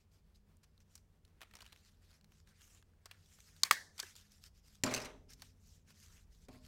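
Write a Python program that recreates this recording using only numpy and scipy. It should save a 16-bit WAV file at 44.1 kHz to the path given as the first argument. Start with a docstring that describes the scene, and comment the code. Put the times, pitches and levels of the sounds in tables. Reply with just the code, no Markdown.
"""Stapler and paper over a metal cart

Close up in a quiet room, paper slides in the hands: moving bands of noise, with short pops and crackles on top.
A desk stapler is picked up, snaps twice and springs open: noise bursts through arm resonances, a jangling tail.
It lands on a plastic packet on a sheet-metal cart: cracks, ringing modes, a dull thud, crunching and rattling.
Ventilation hums underneath: filtered noise and a wavering fan tone."""
import sys
import numpy as np
from scipy import signal
from scipy.fft import rfft, irfft, next_fast_len
from scipy.io import wavfile
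from scipy.ndimage import uniform_filter1d, map_coordinates

SR = 44100
rng = np.random.default_rng(int(sys.argv[2]) if len(sys.argv) > 2 else 0)


def master_out(mix):
    """Clip the mix to full scale and print it as 16-bit PCM to the path in sys.argv[1]."""
    frames = np.transpose(np.atleast_2d(mix))
    ceiling = np.clip(frames, -1, 1)
    pcm = np.round(ceiling * 32767).astype(np.int16)
    wavfile.write(sys.argv[1], SR, pcm)


N = 294147  # length [samples]

# slow random drift of the low rumble and hum: (time [s], rumble level [dB], hum level [dB])
RUMBLE_HUM_DRIFT = [(0.0, -72.5, -71.5), (1.22, -69.5, -71.5), (4.07, -75.5, -71.5), (4.55, -67.5, -72),
                    (4.85, -73, -70), (5.0, -64, -73), (5.37, -66, -69), (5.93, -74, -68.5),
                    (6.35, -63, -70), (6.67, -66.5, -66.5)]
# colour of the low rumble: (frequency [Hz], relative level [dB])
RUMBLE_COLOUR = [(10, -29), (20, -7), (35, -0.5), (55, 1.5), (72, -6.5), (100, -15.5), (130, -30),
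                 (200, -81)]
# duct resonances: (frequency [Hz], width [Hz], level [dB])
DUCT_MODES = [(82, 7.4, -2), (157.6, 12, -7), (203.5, 6.5, -7), (228, 24, -17), (430.4, 87, -24)]
# colour of the room tone: (frequency [Hz], relative level [dB])
ROOM_TONE_COLOUR = [(150, -23.5), (250, -2), (1180, -13), (6700, -24.5), (14700, -27), (16000, -26)]
# decay of the room's answer: (frequency [Hz], 60 dB decay [s])
ROOM_DECAY = [(300, 1), (2000, 0.16), (6000, 0.45), (14000, .3)]
FAN_HZ, ROOM_TONE_DB = 90.8, -81.5

# blows on the cart: (time [s], crack level [dB], crack 60 dB decay [s], boom level [dB], crack's ringing band [Hz])
LANDING_BLOWS = [(4.8366, -17.5, 0.031, -37, 7170), (4.862, -33.5, 0.019, -49.5, 4800),
                 (4.874, -37, .03, -59.5, 2300), (4.91, -38, 0.17, -49.5, 2050),
                 (4.9389, -25, 0.021, -53, 6150), (4.9464, -25, 0.029, -52.5, 6260),
                 (4.9626, -31.5, 0.085, -53, 2780), (4.9777, -32.5, 0.027, -68, 2730),
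                 (5.002, -38.5, 0.03, -75, 5860), (5.0167, -39.5, 0.074, -61.5, 5160),
                 (5.048, -42.5, 0.047, -59.5, 5900), (5.056, -39.5, 0.037, -60.5, 2050),
                 (6.4847, -57, 0.053, -56, 2270), (6.544, -72, .04, -60.5, 1700)]
# modes of the sheet metal: (frequency [Hz], level [dB], 60 dB decay [s])
CART_MODES = [(121.3, -4.5, 0.64), (209.4, 2, 0.21), (250, -6, 1.6), (267.2, 7, 0.18), (363.4, -6, 0.23),
              (446, -4, 0.15), (618, -5.5, 0.53), (717, -3, 0.15), (894, -17.5, 0.44), (1065, -8, 0.23)]
# settling on the packet: (time [s], crunch level [dB], cart rattle level [dB])
SETTLING_LEVELS = [(4.84, -45, -44.5), (5.074, -56, -56.5), (5.2, -103, -77)]
# colour of a landing crack: (frequency [Hz], relative level [dB])
CRACK_COLOUR = [(470, -8), (800, -9), (2570, 4), (3650, -11), (4030, 6), (7360, -1), (16000, -15)]
# colour of the crunching packet: (frequency [Hz], relative level [dB])
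PACKET_COLOUR = [(880, -6), (1500, -5), (2540, -8), (2830, -11), (4000, -24), (5170, -17.5), (16000, -37)]
# colour of the cart rattle: (frequency [Hz], relative level [dB])
RATTLE_COLOUR = [(59, -35), (100, -13.5), (323, -9.5), (609, -0.5), (744, -6), (4000, -16.5), (5200, -49.5),
                 (8800, -120)]
THUD_DB, THUD_HZ = 8.5, 169  # dull push, level against the boom

# strokes of paper through the fingers:
# (loudest time [s], rise [s], fall [s], level [dB], brightest band [Hz], body against the hiss [dB])
PAPER_STROKES = [(.01, 0.019, 0.03, -75.5, 4830, -3), (.13, 0.019, 0.071, -73.5, 4900, -2),
                 (.35, 0.0054, 0.03, -71, 4530, -7), (.636, 0.0054, 0.014, -65.5, 4860, 2),
                 (.81, 0.0099, 0.024, -73, 5100, 2.5), (.965, 0.076, 0.043, -71.5, 6240, -6),
                 (1.45, .02, .07, -86, 3600, 12), (1.62, 0.16, 0.4, -71.5, 3600, 7.5),
                 (1.885, 0.046, 0.017, -66.5, 4550, -2.5), (2.03, 0.024, 0.047, -75, 4700, 3.5),
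                 (2.13, 0.061, 0.057, -69, 4560, 1), (2.37, 0.056, 0.05, -72.5, 6270, -1.5),
                 (2.488, 0.022, 0.043, -69, 3620, 5.5), (2.703, 0.14, 0.1, -63.5, 7600, -4.5),
                 (3.1, 0.074, 0.091, -77.5, 4770, 12), (3.23, 0.12, .08, -71.5, 4800, -0.5),
                 (3.33, 0.062, 0.05, -65, 7360, -6), (3.5, 0.18, 0.15, -65.5, 6560, -1.5),
                 (4.068, 0.098, 0.069, -56.5, 5850, 2.5), (4.169, 0.012, 0.054, -55.5, 5270, -8),
                 (4.26, 0.033, .04, -71, 4860, 2), (4.34, 0.041, 0.057, -64.5, 5430, -5.5),
                 (4.465, 0.047, 0.024, -60.5, 5130, -4.5), (4.58, 0.038, 0.034, -68.5, 5070, -4),
                 (4.711, 0.079, 0.083, -66.5, 5065, -3), (5.305, 0.017, 0.039, -61, 5190, -1.5),
                 (5.439, 0.078, 0.076, -63.5, 5243, -2.5), (5.691, 0.094, 0.12, -68, 6010, -12),
                 (5.9, 0.033, 0.025, -62.5, 5710, 2), (6.029, 0.086, 0.078, -63, 6290, -5.5),
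                 (6.16, 0.081, 0.071, -64, 6010, 0.5), (6.351, 0.048, 0.055, -71, 5300, -3),
                 (6.44, 0.046, 0.032, -70, 5350, -5.5), (6.525, 0.025, 0.083, -64.5, 4370, 1),
                 (6.67, 0.063, 0.045, -63, 4500, -2)]
# short pops and crackles: paper, packet, stapler being picked up, onsets of swishes:
# (time [s], level [dB], centre [Hz], body against that level [dB])
PAPER_POPS = [(0.569, -65, 7450, -25), (0.778, -61.5, 3650, -26), (0.803, -63.5, 6200, -5),
              (0.954, -45.5, 6150, -16.5), (0.978, -56, 4650, -11), (1.25, -60, 4000, -30),
              (1.407, -60.5, 2560, 9.5), (1.415, -52.5, 3500, 10.5), (1.422, -51, 3440, 3),
              (1.431, -53.5, 2550, 6), (1.511, -56.5, 1750, -10), (1.537, -54.5, 2500, 3.5),
              (1.553, -47.5, 5500, -2), (1.568, -53.5, 5050, -1), (1.588, -57, 3870, 1),
              (1.606, -50, 3100, -2), (1.619, -48.5, 4560, -14), (1.6235, -54.5, 5090, 4.5),
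              (1.644, -59, 2480, -6), (1.654, -56, 2500, -3), (1.6633, -49.5, 2920, -14),
              (1.676, -59, 4000, -3), (1.723, -53.5, 2520, -12), (1.727, -51, 3820, -3.5),
              (1.761, -55, 2530, -18), (1.774, -63, 3930, -10), (2.211, -63.5, 4400, -5),
              (2.244, -59, 4030, -4.5), (2.32, -69, 2500, 11), (2.617, -55, 3100, -9),
              (2.825, -68.5, 2440, 12), (3.057, -46.5, 5050, -1.5), (3.112, -43.5, 2730, -11),
              (3.387, -65, 2020, 8.5), (4.154, -50.5, 4750, -8), (4.319, -56.5, 5400, -24),
              (5.303, -55.5, 6010, -9), (5.334, -47.5, 5357, -39), (5.42, -42.5, 4550, -5),
              (5.905, -57.5, 4682, 0.5)]
# colour of the paper hiss: (frequency [Hz], relative level [dB])
HISS_COLOUR = [(1180, -40), (2000, -9.5), (2830, -2), (7510, -2.5), (10000, -8), (12200, -7),
               (15100, -12.5), (16000, -20)]
# level change at a stroke's two ends, squareness of its arch, depth of its wavering
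EDGE_DB, SHOULDER, FLUTTER_DB = -11, 2.5, 2
HELD_DB = -89  # the strips whisper between strokes
TICK_T60_S, TICK_DB = 0.003, 0.5  # sharp front of a pop
# decay of a -53.5 dB pop, and how many dB longer it gets per dB of level
POP_T60_S, POP_T60_GROWS_DB = 0.02, 0.45

# stapler contacts: (time [s], level [dB], rise [s], 60 dB decay [s],
#                    best-driven band [Hz], width of that band [Hz], its lift [dB])
STAPLER_CONTACTS = [(3.6335, -10.5, 0.0011, 0.015, 4558, 1400, 15),
                    (3.647, -37.5, 0.0039, 0.14, 2300, 370, 7), (3.71, -8, 0.00099, 0.018, 1990, 1600, 6.5),
                    (3.722, -30.5, 0.0034, 0.068, 1880, 250, -1),
                    (3.73, -36, 0.0015, 0.019, 6530, 3000, -3),
                    (3.979, -43.5, 0.0025, 0.053, 4500, 5400, 12.5),
                    (3.991, -38, .003, 0.067, 3000, 1500, 7.5), (3.99, -45, .006, 0.029, 1330, 150, 16),
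                    (3.999, -27, 0.0015, 0.024, 4570, 3000, 15.5), (4.003, -54, 0.0026, 0.01, 1530, 17, 37),
                    (4.0271, -41, 0.0016, 0.022, 3500, 2400, 8), (4.029, -41, .002, 0.013, 1664, 100, 23),
                    (4.029, -44.5, 0.0027, 0.044, 363, 82, 29)]
# stapler arm and magazine: (frequency [Hz], width [Hz], level [dB])
ARM_MODES = [(250, 580, -14), (656, 350, -6.5), (1140, 150, 3), (1570, 180, -3.5), (1720, 140, -3),
             (2320, 300, -4.5), (3200, 400, -4.5), (4520, 740, -3.5), (5300, 860, -4), (6670, 1100, -4),
             (8440, 730, -4), (10900, 770, -8.5), (14400, 2200, -12)]
# return spring: (frequency [Hz], width [Hz], level [dB], 60 dB decay [s])
SPRING_MODES = [(1600, 160, -4, .33), (1760, 170, -3, .4), (1920, 140, -1, .3), (2130, 170, -2, .24)]
# colour of the tail after a snap: (frequency [Hz], level [dB])
ECHO_COLOUR = [(400, -24), (1100, -15), (1450, -12.5), (1720, -5), (2050, -2.5), (2500, -12.5), (4300, -9),
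               (7500, -17), (16000, -26)]
# tail drive: offset, dB of drive per dB of contact, and the band that drives it most
ECHO_DB, ECHO_GROWS, ECHO_HZ = 15, 1.4, 1900
SPRING_DB, JANGLE_DB = -46, 5.5  # level against the tail drive, unevenness of the rattle


def amp(db):
    """Decibels to a gain."""
    return 10 ** (np.asarray(db) / 20)


def unit(x):
    """Scale to rms 1."""
    return x / np.sqrt(np.mean(x ** 2) + 1e-20)


def along(points, hz):
    """Read (frequency, value) points on a log frequency axis."""
    f, v = np.transpose(points)
    return np.interp(np.log(hz + 1), np.log(f + 1), v)


def curves(rows):
    """One value per sample for each column after the time."""
    s, *cols = np.transpose(rows)
    return [np.interp(np.arange(N) / SR, s, c) for c in cols]


def wobble(rate):
    """A smooth random curve, rate knots a second."""
    knots = rng.standard_normal(int(N * rate / SR) + 4)
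    return map_coordinates(knots, [np.arange(N) * rate / SR])


def filtered(x, response):
    """Shape x by a complex response of frequency."""
    m = next_fast_len(len(x) + 8192)
    spectrum = rfft(x, m) * response(np.fft.rfftfreq(m, 1 / SR))
    return irfft(spectrum, m)[:len(x)]


def peak(f, hz, width):
    """Response of one causal resonance."""
    return 1j * f * width / (hz * hz - f * f + 1j * f * width)


def body(modes):
    """Resonances side by side, with alternating polarity."""
    return lambda f: sum((-1) ** k * amp(db) * peak(f, hz, width)
                         for k, (hz, width, db) in enumerate(modes))


def grainy(spectrum, grain_db, rate):
    """Coloured noise of rms 1 whose level wanders, rate knots a second."""
    noise = rng.standard_normal(N) * amp(grain_db * wobble(rate))
    return unit(filtered(noise, lambda f: amp(along(spectrum, f))))


def burst(response, rise, t60):
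    """A puff of noise around one firm push at its crest, through a response."""
    t = np.arange(SR // 4) / SR
    shape = amp(-60 * np.maximum(t - rise, 0) / t60) * np.minimum(t / rise, 1) ** 2
    push = 4.5 * signal.unit_impulse(len(t), round(rise * SR))
    x = filtered(rng.standard_normal(len(t)) * shape + push, response)
    # the loudest 64 samples get an rms of 0.5, so peaks come out near 1
    return 0.5 * x / np.sqrt(uniform_filter1d(x ** 2, size=64).max())


def add(out, s, x):
    """Mix x into out from time s."""
    start = round(s * SR)
    out[start:][:len(x)] += x[:N - start]


def air():
    """Drifting low rumble and duct resonances, both filtered noise, with a wavering fan tone and faint hiss."""
    rumble_db, hum_db = curves(RUMBLE_HUM_DRIFT)
    fan_gain = amp(-0.5 + 2.5 * wobble(9))
    fan = fan_gain * np.sin(2 * np.pi * FAN_HZ * np.arange(N) / SR + 1.1 * wobble(5.9))
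    duct = unit(filtered(rng.standard_normal(N), lambda f: body(DUCT_MODES)(f) * peak(f, 100, 430)))
    rumble = amp(rumble_db) * grainy(RUMBLE_COLOUR, grain_db=-2.0, rate=6)
    hum = amp(hum_db) * (fan + amp(-1.0) * duct)
    return rumble + hum + amp(ROOM_TONE_DB) * grainy(ROOM_TONE_COLOUR, grain_db=1.97, rate=18)


def room(x):
    """The room answers with a diffuse noise tail in which each frequency dies at its own speed."""
    hz, t, z = signal.stft(rng.standard_normal(SR * 3 // 4), SR, nperseg=256)
    decay = amp(-60 * t / along(ROOM_DECAY, hz)[:, None])
    tail = signal.istft(z * decay, SR, nperseg=256)[1]
    delayed = np.pad(x, (300, 0))  # samples, about 7 ms
    return signal.fftconvolve(delayed, tail / np.linalg.norm(tail))[:N]


def ring(modes, blur):
    """Modes struck at new strengths swell and die; phase noise widens high and damped ones most."""
    t = np.arange(SR) / SR
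    out = np.zeros(SR)
    for hz, db, t60 in modes:
        envelope = amp(db + rng.uniform(-4.8, 1.2) - 60 * t / t60)
        swell = 1 - np.exp(-t * hz)  # over about one cycle
        drift = blur * hz / t60 * np.cumsum(rng.standard_normal(SR))
        out += envelope * swell * np.sin(2 * np.pi * hz * t + drift)
    return out


def clatter(s0, s1, hz, cycles, count):
    """Loose parts tick together: short damped rings at scattered pitches and sizes, rms 1 over the span."""
    when, pitch, size = rng.random((count, 3)).T
    pitch = np.clip(hz * 2 ** (3.2 * (pitch - 0.5)), 100, 14000)[:, None]
    t = np.arange(SR // 25) / SR
    gain = amp(-5 * np.log(size + 0.06))[:, None]
    rings = gain * np.sin(2 * np.pi * pitch * t) * np.exp(-t * pitch / cycles)
    at = ((s0 + (s1 - s0) * when) * SR).astype(int)[:, None] + np.arange(len(t))
    x = np.bincount(at.ravel(), rings.ravel(), N)
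    return x / np.sqrt(np.sum(x ** 2) / ((s1 - s0) * SR))


def cart():
    """Blows crack on the packet and ring the sheet metal; things crunch and clatter as the stapler settles."""
    out = np.zeros(N)
    for s, db, t60, boom_db, hz in LANDING_BLOWS:
        colour = lambda f: amp(along(CRACK_COLOUR, f)) * (0.37 + 1.76 * peak(f, hz, 150))
        add(out, s, amp(db) * burst(colour, 0.00017, t60))
        thud = amp(THUD_DB) * burst(lambda f: peak(f, THUD_HZ, THUD_HZ), 0.00086, 0.048)
        add(out, s, amp(boom_db) * ring(CART_MODES, blur=2e-5))
        add(out, s, amp(boom_db) * thud)
    crunch_db, rattle_db = curves(SETTLING_LEVELS)
    s0, s1 = SETTLING_LEVELS[0][0], SETTLING_LEVELS[-1][0]
    settling = np.interp(np.arange(N) / SR, [s0 - 0.003, s0, s1, s1 + 0.065], [0, 1, 1, 0])
    crunch = grainy(PACKET_COLOUR, grain_db=3, rate=130)
    crunch += amp(-4.5) * clatter(s0, s1, hz=3590, cycles=9, count=160)
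    rattle = grainy(RATTLE_COLOUR, grain_db=1.0, rate=120)
    rattle += amp(-3.0) * clatter(s0, s1, hz=1082, cycles=3.4, count=70)
    return out + settling * (amp(crunch_db) * crunch + amp(rattle_db) * rattle)


def strokes():
    """Gain of the sliding: each stroke is an arch that rises and falls at its own pace."""
    t, power = np.arange(N) / SR, amp(HELD_DB) ** 2
    for s, rise, fall, db, *_ in PAPER_STROKES:
        away = np.maximum((s - t) / rise, (t - s) / fall)  # 0 at the crest, 1 at the ends
        power = power + amp(db + EDGE_DB * np.minimum(away, 4) ** SHOULDER) ** 2
    return np.sqrt(power) * amp(FLUTTER_DB * wobble(25))


def rubbing():
    """Fibres rub in patches around a moving bright band; the bent strip adds a duller body."""
    grains = rng.standard_normal(N) * amp(1.3 * wobble(400) ** 2)
    hz, t, z = signal.stft(grains, SR, nperseg=256)
    patches = uniform_filter1d(rng.standard_normal(z.shape), size=5, axis=0)  # blur across pitch
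    patches = unit(uniform_filter1d(patches, size=8, axis=1))  # then across time
    s, _, _, _, bright_hz, body_db = np.transpose(PAPER_STROKES)
    bright, f = np.interp(t, s, bright_hz), hz[:, None]
    hiss = amp(along(HISS_COLOUR, f)) * (0.71 + abs(peak(f, bright, 0.19 * bright)))
    sheet = amp(np.interp(t, s, body_db)) * abs(peak(f, 1700, 1600)) ** 2
    return signal.istft(z * amp(2.5 * patches) * np.hypot(hiss, sheet), SR, nperseg=256)[1][:N]


def paper():
    """Strokes shape the rubbing; each pop has a sharp tick and a duller body."""
    rub = rubbing()
    out = strokes() * rub
    for s, db, hz, low_db in PAPER_POPS:
        t60 = POP_T60_S * amp(POP_T60_GROWS_DB * (db + 53.5))
        colour = lambda f: peak(f, hz, 1.2 * hz) * (0.45 + peak(f, hz, 0.2 * hz))
        pop = burst(colour, 0.001012, t60)
        tick = amp(TICK_DB) * burst(colour, 0.00031, TICK_T60_S)
        add(out, s, amp(db) * (pop + tick))
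        add(out, s, amp(db + low_db) * burst(lambda f: peak(f, 1100, 1400), 0.001, 1.5 * t60))
    return out


def spring(kicks):
    """Kicked coils jangle: each mode rattles unevenly and dies at its own speed, the highest soonest."""
    out = np.zeros(N)
    for hz, width, db, t60 in SPRING_MODES:
        decay = amp(-60 * np.arange(SR) / SR / t60)
        dying = signal.fftconvolve(kicks, decay)[:N]
        rattle = rng.standard_normal(N) * amp(JANGLE_DB * wobble(70))
        coils = unit(filtered(rattle, lambda f: peak(f, hz, width) ** 2))
        out += amp(SPRING_DB + db) * dying * coils
    return out


def stapler():
    """Each contact drives the arm's modes, most near its own band, and kicks the spring; the room answers."""
    out, kicks = np.zeros(N), np.zeros(N)
    for s, db, rise, t60, hz, width, lift_db in STAPLER_CONTACTS:
        colour = lambda f: body(ARM_MODES)(f) * (1 + amp(lift_db) * peak(f, hz, width))
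        add(out, s - rise / 2, amp(db) * burst(colour, rise, t60))
        # the tail grows faster than the blow, most near its favoured pitch
        add(kicks, s, [amp(ECHO_GROWS * db + ECHO_DB) * abs(peak(hz, ECHO_HZ, 1700))])
    echo = filtered(room(kicks), lambda f: amp(along(ECHO_COLOUR, f)))
    return out + spring(kicks) + echo


def scene():
    """Stapler, cart and paper with the room's answer, over the ventilation."""
    blows, strips = cart(), paper()
    wet = amp(-16) * room(blows) + amp(-20.5) * room(strips)
    return (stapler() + blows + strips + wet + air())[None]


def record(dry):
    """The microphone chain rolls off steeply from 15.8 kHz to silence at 16.6 kHz."""
    return filtered(dry[0], lambda f: np.clip((16600 - f) / 800, 0, 1) ** 2)[None]


dry = scene()
out = record(dry)
master_out(out)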